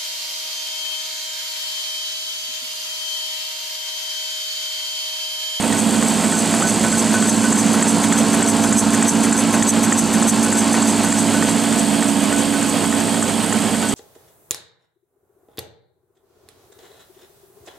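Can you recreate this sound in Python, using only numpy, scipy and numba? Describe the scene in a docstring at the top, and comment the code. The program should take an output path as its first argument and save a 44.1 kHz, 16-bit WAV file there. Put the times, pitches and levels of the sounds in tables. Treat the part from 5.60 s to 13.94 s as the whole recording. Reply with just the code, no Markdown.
"""A cryogenic vacuum pump runs on a workshop bench, heard from close by.
From the start its helium compressor hums, throbs and spits once a shaft turn; a motor and fan drone.
Every 0.3 s the cold head vents, knocks, ticks, refills and knocks again, ringing its steel housing;
a limiter ducks the hum under each sharp tick. In the first second the microphone moves from flank to
front; it is nearest the cold head at 3.3 s and returns to the flank after 5.3 s as the strokes recede."""
import sys
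import numpy as np
from scipy import signal
from scipy.fft import rfft, irfft
from scipy.io import wavfile
from scipy.ndimage import uniform_filter1d, map_coordinates
from numba import njit

SR = 44100
rng = np.random.default_rng(int(sys.argv[2]) if len(sys.argv) > 2 else 0)


def store_pcm(level_fs):
    """Save levels as 16-bit WAV."""
    pcm = np.round(np.clip(level_fs, -1, 1) * 32767).astype(np.int16)
    wavfile.write(sys.argv[1], SR, np.atleast_2d(pcm).T)


N = 367794

STROKE_S, FIRST_TICK_S = 0.3, 0.1257
SHAFT_HZ, MOTOR_HZ, MAINS_HZ = 56.39, 58.63, 60
# parts of a stroke: level_db, share_of_nearness, scatter_db
TICK = (-18, 0.95, 0.81)
EXHAUST = (-31.5, 0.89, 1.8)
INLET = (-35.5, 0.9, 2.2)
KNOCK = (-27.5, 0.48, 1)
RING = (-38.5, 0.1, 2)

# modes of the cold head: pitch_hz, width_hz, exhaust_db, inlet_db, tick_db
HEAD_MODES = [(1670, 380, 5, 14, 9.5), (3400, 1400, 2, 11, -6), (6204, 203, 20.5, 32, 15.5),
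              (7090, 350, 16.5, 25, 20), (7670, 490, 15.5, 29.5, 23), (8090, 320, 22, 34.5, 22.5),
              (9500, 145, 18.5, 25, 8), (10490, 41, 23.5, 31, 12), (11540, 680, 5.5, 12.5, -18),
              (14000, 450, 1, 11, -19)]
# modes of the displacer's housing: pitch_hz, width_hz, knock_db, clack_db
HOUSING_MODES = [(580, 370, 44, 23), (1020, 180, 46.5, 47.5), (1294, 150, 41.5, 50.5), (1496, 59, 31, 52),
                 (1833, 150, 45, 51), (2540, 95, 39.5, 33), (3270, 250, 36, 40.5)]
# ticks that sound louder: start_s, extra_db
TICK_ACCENTS = [(1.326, 3), (1.926, 2), (2.226, 4), (4.326, 4.5), (7.626, 10), (7.926, 7)]
# strokes on which the can sings out: start_s, extra_db
RING_ACCENTS = [(0.731, 4.5), (1.031, 8.5), (1.239, 6), (1.539, 6), (1.839, 7), (5.739, 8.5), (6.731, 8),
                (6.939, 6), (8.231, 5)]
# partials of the compressor hum: shaft_multiple, level_db
SHAFT_ORDERS = [(1, -55.5), (2, -47.5), (3, -35), (4, -23), (4.5, -35), (5, -24.5), (6, -37.5), (7, -40.5),
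                (7.5, -44.5), (8, -45), (9, -41), (11, -44), (12, -36.5), (14, -47), (15, -40.5),
                (16, -39.5), (16.5, -48), (17, -52.5), (18, -66), (19, -47)]
# tones of the fan and a motor, with one side tone of the compressor's throb: pitch_hz, level_db
DRONE_TONES = [(58.6, -54), (103.8, -38), (117.2, -48), (175.9, -41), (207.6, -27.5), (218.4, -38.5),
               (311.5, -37), (351.9, -47), (726.9, -45.5), (1078.6, -49)]
# spectrum of gas rushing in the lines: frequency_hz, density_db
GAS_SPECTRUM = [(1000, -76.5), (4000, -80.5), (5700, -80), (6300, -70.5), (7000, -68), (7700, -64.5),
                (8300, -61), (8800, -67), (9450, -73.5), (10000, -72), (11500, -82), (15500, -90)]
# modes of the gas lines: pitch_hz, width_hz, front_db, flank_db
PIPE_MODES = [(2430, 130, -25, -30), (3310, 380, -24, -18.5), (3415, 200, -22, -25.5),
              (4460, 580, -22, -25.5), (6260, 113, -17.5, -46), (6690, 160, -19, -24.5),
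              (7650, 255, -14.5, -21.5), (8150, 310, -31, -18.5), (9300, 280, -27, -22),
              (9200, 100, -26, -36), (11300, 300, -46, -31), (12400, 500, -52, -34.5),
              (13300, 180, -49, -40)]
# spectrum of casing and air rumble: frequency_hz, density_db
RUMBLE_SPECTRUM = [(25, -95), (60, -71), (100, -63.5), (160, -54), (225, -45.5), (300, -54), (420, -54.5),
                   (680, -56), (900, -59), (1200, -62), (2000, -64.5), (3300, -66), (5600, -75),
                   (15000, -90)]
# level at the left microphone port minus the right: frequency_hz, front_db, flank_db
PORT_BALANCE = [(40, -4.5, -6), (95, -11, -14), (200, -5.4, -8), (760, -4, -7.5), (1360, -1, -4),
                (2500, 0, -5.5), (4400, -1.8, -5.5), (6500, -.8, -2.5), (9000, -1.5, 3),
                (11500, -0.3, -0.5)]
# reflections that differ between the ports: frequency_hz, gain_db
DIFFUSE_SPECTRUM = [(30, -12), (60, -20), (130, -30), (300, -28), (700, -18), (1400, -26), (2500, -37),
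                    (4500, -20), (6200, -9), (8600, -10), (10500, -14), (11800, -38), (15000, -40)]
# path of the microphone round the pump (0 in front, 1 at the flank): time_s, flank_share
MIC_PATH = [(0, 0.84), (1, 0.082), (4, 0.03), (5.3, 0.053), (6.3, 0.83), (7.3, 0.94), (8.34, 0.93)]
# nearness of the cold head to the microphone: time_s, gain_db
HEAD_NEARNESS = [(0, -10), (1, -4.5), (1.7, -2), (3.3, 1), (5.2, -1.5), (6.2, -8), (7.5, -13), (8.34, -16)]
# rise and fall of the hum at the microphone: time_s, gain_db
HUM_GAIN = [(0, -1.5), (1, 1.5), (4, 1), (6.3, -.5), (8.34, -3)]
# rise and fall of the gas hiss at the microphone: time_s, gain_db
GAS_GAIN = [(0, 0.5), (1, 1.5), (4, -1.5), (5.3, 0.5), (8.34, -.5)]


def cold_head(ticks, exhaust_lead_s=0.1035, inlet_lag_s=0.036, grain_db=2, rebound_s=0.015):
    """Modal excitation: exhaust hiss, a rebounding tick and inlet hiss drive the same steel modes."""
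    tick_s, tick_db = ticks
    exhaust = bursts(*strokes(EXHAUST, -exhaust_lead_s), opening(0.038, 0.56))
    inlet = bursts(*strokes(INLET, inlet_lag_s), opening(0.061, 1.0))
    tick = bursts(tick_s, tick_db, decay(0.0061))
    rebound = bursts(tick_s + rebound_s, tick_db - 15, decay(.002))
    envelopes = exhaust * undb(grain_db * walk(300)), inlet * undb(grain_db * walk(300)), tick + rebound
    return sum(resonate(envelope * rng.standard_normal(N), HEAD_MODES, k)
               for k, envelope in enumerate(envelopes))


def displacer(ticks, lead_s=.085, seat_lag_s=.062, bounce_s=.0068, clack_lead_s=0.001475):
    """Impacts ring the housing: a knock and bounce at each end of travel, a valve clack at each tick."""
    tick_s, tick_db = ticks
    up_s, up_db = strokes(KNOCK, -lead_s)
    down_s, down_db = strokes(KNOCK, seat_lag_s)
    ends_s, ends_db = np.r_[up_s, down_s], np.r_[up_db, down_db - 5]
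    knocks = strikes(ends_s, ends_db) + strikes(ends_s + bounce_s, ends_db - 3)
    clacks = strikes(tick_s - clack_lead_s, 0.34 * tick_db - 24)
    return resonate(knocks, HOUSING_MODES, 0) + resonate(clacks, HOUSING_MODES, 1)


def strikes(times, dbs, click_db=-4, chatter_gain=.1, jitter_s=.0007):
    """Contact force of oiled parts: an impulse and brief chatter, never quite on time."""
    clicks = bursts(times + jitter_s * rng.standard_normal(len(times)), dbs, np.ones(1))
    chatter = signal.fftconvolve(clicks, decay(0.0021))[:N] * rng.standard_normal(N)
    return undb(click_db) * clicks + chatter_gain * chatter


def steel_can(pitch_hz=1501, t60_s=0.19, swell_s=0.0069, up_lead_s=.087, down_lag_s=0.0056):
    """Damped vibration: one mode of the can swells and dies unevenly on each up and down stroke."""
    age = np.arange(SR // 3) / SR
    envelope = (1 - np.exp(-age / swell_s)) * undb(-60 * age / t60_s)
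    ring = 2 * undb(2.5) * envelope / envelope.max() * np.sin(2 * np.pi * pitch_hz * age)
    rings = sum(bursts(*strokes(RING, lag, RING_ACCENTS), ring) for lag in (-up_lead_s, down_lag_s))
    return rings * undb(walk(120))  # about 1 dB of judder


def strokes(part, lag_s, accents=()):
    """Periodic drive: times and dB of one part of every stroke, louder nearby and a little uneven."""
    db, share, scatter_db = part
    times = np.arange(FIRST_TICK_S, N / SR, STROKE_S) + lag_s
    extra_db = sum(more * (np.abs(times - when) < STROKE_S / 10) for when, more in accents)
    uneven_db = scatter_db * rng.standard_normal(len(times))
    return times, db + share * at(HEAD_NEARNESS, times) + uneven_db + extra_db


def compressor(throb_per_order=0.026):
    """Beating: the rotor slips behind the mains, so its partials throb at twice the slip frequency."""
    beat_cycles = 2 * (MAINS_HZ - SHAFT_HZ) * clock()
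    hum = 0
    for order, db in SHAFT_ORDERS:
        depth = min(throb_per_order * order, .8)
        beat = 1 + depth * np.cos(2 * np.pi * (beat_cycles + rng.random()))
        hum = hum + beat * tone(order * SHAFT_HZ, db, waver=0.18, waver_hz=1.531)
    return hum


def drone(buzz_db=-46):
    """Rotational sound: fan and motor tones and a compressor sideband waver; a buzz repeats each turn."""
    one_turn = rng.standard_normal(int(SR / MOTOR_HZ))
    drive = map_coordinates(one_turn, [clock() * MOTOR_HZ % 1 * len(one_turn)], mode="grid-wrap")
    panel = [(4250, 570, 5.0), (5460, 600, 2.0)]
    buzz = unit(resonate(resonate(drive, panel), panel))
    return sum(tone(hz, db, waver=0.19, waver_hz=3.46) for hz, db in DRONE_TONES) + undb(buzz_db) * buzz


def gas_lines(flank, surge=0.69, decay_turns=0.2):
    """Flow noise surges after each discharge; the pipe modes radiate differently to front and flank."""
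    age_turns = (SHAFT_HZ * clock() + 2 / 3) % 1
    flow = unit(uniform_filter1d(1 + surge * np.exp(-age_turns / decay_turns), size=24))
    front, side = (resonate(flow * rng.standard_normal(N), PIPE_MODES, k) for k in range(2))
    return noise(GAS_SPECTRUM) * flow + np.sqrt(1 - flank) * front + np.sqrt(flank) * side


def discharge_valve(flank, db=-35, flank_db=-3.2, decay_turns=0.16, scatter_db=1.5):
    """Pulsed flow: one puff each shaft turn excites the valve's broad, high resonance."""
    turns = SHAFT_HZ * clock() + 2 / 3
    size = undb(scatter_db * rng.standard_normal(int(turns[-1]) + 1))[turns.astype(int)]
    puffs = size * np.exp(-(turns % 1) / decay_turns) * rng.standard_normal(N)
    mode = [(8850, 1400, 0)]
    return undb(db + flank_db * flank) * unit(resonate(resonate(puffs, mode), mode))


def seals(db=-31.5):
    """Sliding friction: the displacer's seals stir the housing's lower modes, heard only close by."""
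    modes = [(912, 59, 1), (1085, 45, 1.0), (1330, 330, -7.5), (1645, 170, -5.5)]
    return undb(db + at(HEAD_NEARNESS, clock())) * unit(resonate(rng.standard_normal(N), modes))


def casing_rumble(flicker_db=0.92, depth=0.15):
    """Amplitude modulation: casing noise swells a little with each shaft turn."""
    swell = 1 + depth * np.cos(2 * np.pi * SHAFT_HZ * clock())
    return noise(RUMBLE_SPECTRUM) * swell * undb(flicker_db * walk(25))


def port_air(db=-57, top_hz=45):
    """Uncorrelated noise: air stirs at each microphone port on its own, a faint, deep flutter."""
    lowpass = signal.butter(2, top_hz, "low", fs=SR, output="sos")
    return undb(db) * unit(signal.sosfilt(lowpass, rng.standard_normal((2, N))))


def beam(x, flank, loss=0.42, width_hz=320):
    """Directivity: the cold head valve's two whistles radiate forwards and fade towards the flank."""
    whistles = sum(resonate(x, [(hz, width_hz, 0)]) for hz in (6200, 10550))
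    return x - loss * np.sqrt(flank) * whistles


def bench_echoes(x, flank, echo_gain=0.13, path_change=0.0966, lowest_hz=900):
    """Early reflection: nearby steel returns the treble by paths that change as the microphone moves."""
    treble = signal.sosfilt(signal.butter(2, lowest_hz, "high", fs=SR, output="sos"), x)
    for lag_s in (.0031, .0053, .0087, .0124):
        lag = lag_s * SR * (1 + path_change * rng.uniform(-0.966, 1) * flank)
        x = x + echo_gain * map_coordinates(treble, [np.arange(N) - lag], order=3)
    return x


def stereo_ports(mid, flank, room_s=0.011, shift_hz=1.3):
    """Decorrelation: short, shifting reflections differ between two close microphone ports."""
    echoes = rng.standard_normal((2, SR // 10)) * decay(room_s)
    one, other = (signal.fftconvolve(mid, echo / np.linalg.norm(echo))[:N] for echo in echoes)
    angle = 2 * np.pi * shift_hz * clock() + walk(1.995)
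    diffuse = colour(np.cos(angle) * one + np.sin(angle) * other, undb(along(DIFFUSE_SPECTRUM)))
    side = pan(mid, flank) + diffuse
    return np.array([mid + side, mid - side])


def pan(x, flank):
    """Level difference between the ports: bass leans furthest right, and more so at the flank."""
    balance = np.array(PORT_BALANCE)
    # tanh turns a left-minus-right level into a side-to-mid ratio
    front, side = (colour(x, np.tanh(along(balance[:, [0, k]]) * np.log(10) / 40)) for k in (1, 2))
    return (1 - flank) * front + flank * side


def resonate(x, modes, column=0):
    """Superposition of (pitch_hz, width_hz, gain_db, ...) modes; neighbours move in opposite senses."""
    return sum((-1) ** k * undb(dbs[column]) * signal.lfilter(*signal.iirpeak(hz, hz / width, SR), x)
               for k, (hz, width, *dbs) in enumerate(modes))


def tone(hz, db, waver, waver_hz):
    """Random modulation: a sinusoid wavers in amplitude and phase."""
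    carrier = np.exp(2j * np.pi * (hz * clock() + rng.random()))
    modulation = 1 + waver * (walk(waver_hz) + 1j * walk(waver_hz))
    return np.sqrt(2) * undb(db) * np.real(carrier * modulation)


def bursts(times, dbs, shape):
    """Convolution places one scaled copy of the shape at each time."""
    hits = np.zeros(N)
    hits[np.clip((times * SR).astype(int), 0, N - 1)] = undb(dbs)
    return signal.fftconvolve(hits, shape)[:N]


def decay(seconds):
    """Exponential decay with the given time constant."""
    return np.exp(-np.arange(SR // 10) / (SR * seconds))


def opening(seconds, ramp_share):
    """Flow envelope of a valve that opens and shuts."""
    return signal.windows.tukey(int(seconds * SR), ramp_share)


def walk(rate_hz):
    """Sample and hold: random levels, smoothed twice, with a spread near 1."""
    hold = int(SR / rate_hz)
    held = np.repeat(rng.standard_normal(N // hold + 2), hold)[rng.integers(hold):]
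    return 1.74 * uniform_filter1d(uniform_filter1d(held, hold), hold)[:N]


def noise(spectrum):
    """White noise shaped to a (frequency_hz, density_db) spectrum."""
    return colour(rng.standard_normal(N) * np.sqrt(SR / 2), undb(along(spectrum)))


def colour(x, gain):
    """Linear filtering by a gain at every frequency."""
    return irfft(rfft(x) * gain, N)


def along(points):
    """A (frequency_hz, value) table read at every frequency, on a log axis."""
    hz, value = np.transpose(points)
    return np.interp(np.log(np.arange(N // 2 + 1) * SR / N + 1), np.log(hz), value)


def at(curve, times):
    """A (time_s, value) curve read at the given times."""
    return np.interp(times, *np.transpose(curve))


def undb(db):
    """Decibels to gain."""
    return 10 ** (np.asarray(db) / 20)


def unit(x):
    """Scale to an rms of 1."""
    return x / np.sqrt(np.mean(x ** 2))


def clock():
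    """Time of every sample in seconds."""
    return np.arange(N) / SR


@njit
def follow(x, attack, release):
    """Envelope detection: a level that rises fast and sinks slowly."""
    out, level = np.empty(len(x)), 0.
    for i in range(len(x)):
        level += (x[i] - level) * (attack if x[i] > level else release)
        out[i] = level
    return out


def scene():
    """Superposition of strokes, hum and rush at a microphone that moves round the pump."""
    t = clock()
    flank, hum_db = at(MIC_PATH, t), at(HUM_GAIN, t)
    rush = seals() + undb(0.35 * hum_db - 0.22) * casing_rumble()  # rumble partly follows the hum
    rush += undb(at(GAS_GAIN, t)) * (gas_lines(flank) + discharge_valve(flank))
    hum = undb(hum_db) * (compressor() + drone())
    ticks = strokes(TICK, 0, TICK_ACCENTS)
    steady = hum + bench_echoes(rush, flank)
    pumping = beam(cold_head(ticks), flank) + displacer(ticks) + steel_can()
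    return stereo_ports(pumping + steady, flank) + port_air()


def record(dry, threshold_db=-17, ratio=2.37, attack_s=0.00056, release_s=0.016, ahead_s=0.0011):
    """Compression: a look-ahead limiter follows mostly the treble; peaks are rounded, the top is cut."""
    mid = dry.mean(axis=0)
    treble = signal.sosfilt(signal.butter(2, 5000, "high", fs=SR, output="sos"), mid)
    level = follow(np.abs(treble) + 0.084 * np.abs(mid), 1 / (attack_s * SR), 1 / (release_s * SR))
    gain = np.minimum(1, undb(threshold_db) / (level + 1e-9)) ** (1 - 1 / ratio)
    early_gain = np.interp(clock() + ahead_s, clock(), uniform_filter1d(gain, size=128))
    limited = dry * early_gain
    rounded = limited / (1 + (limited / 1.6) ** 4)
    return signal.sosfilt(signal.ellip(10, .2, 80, 15500, fs=SR, output="sos"), rounded)


dry = scene()
out = record(dry)
store_pcm(out)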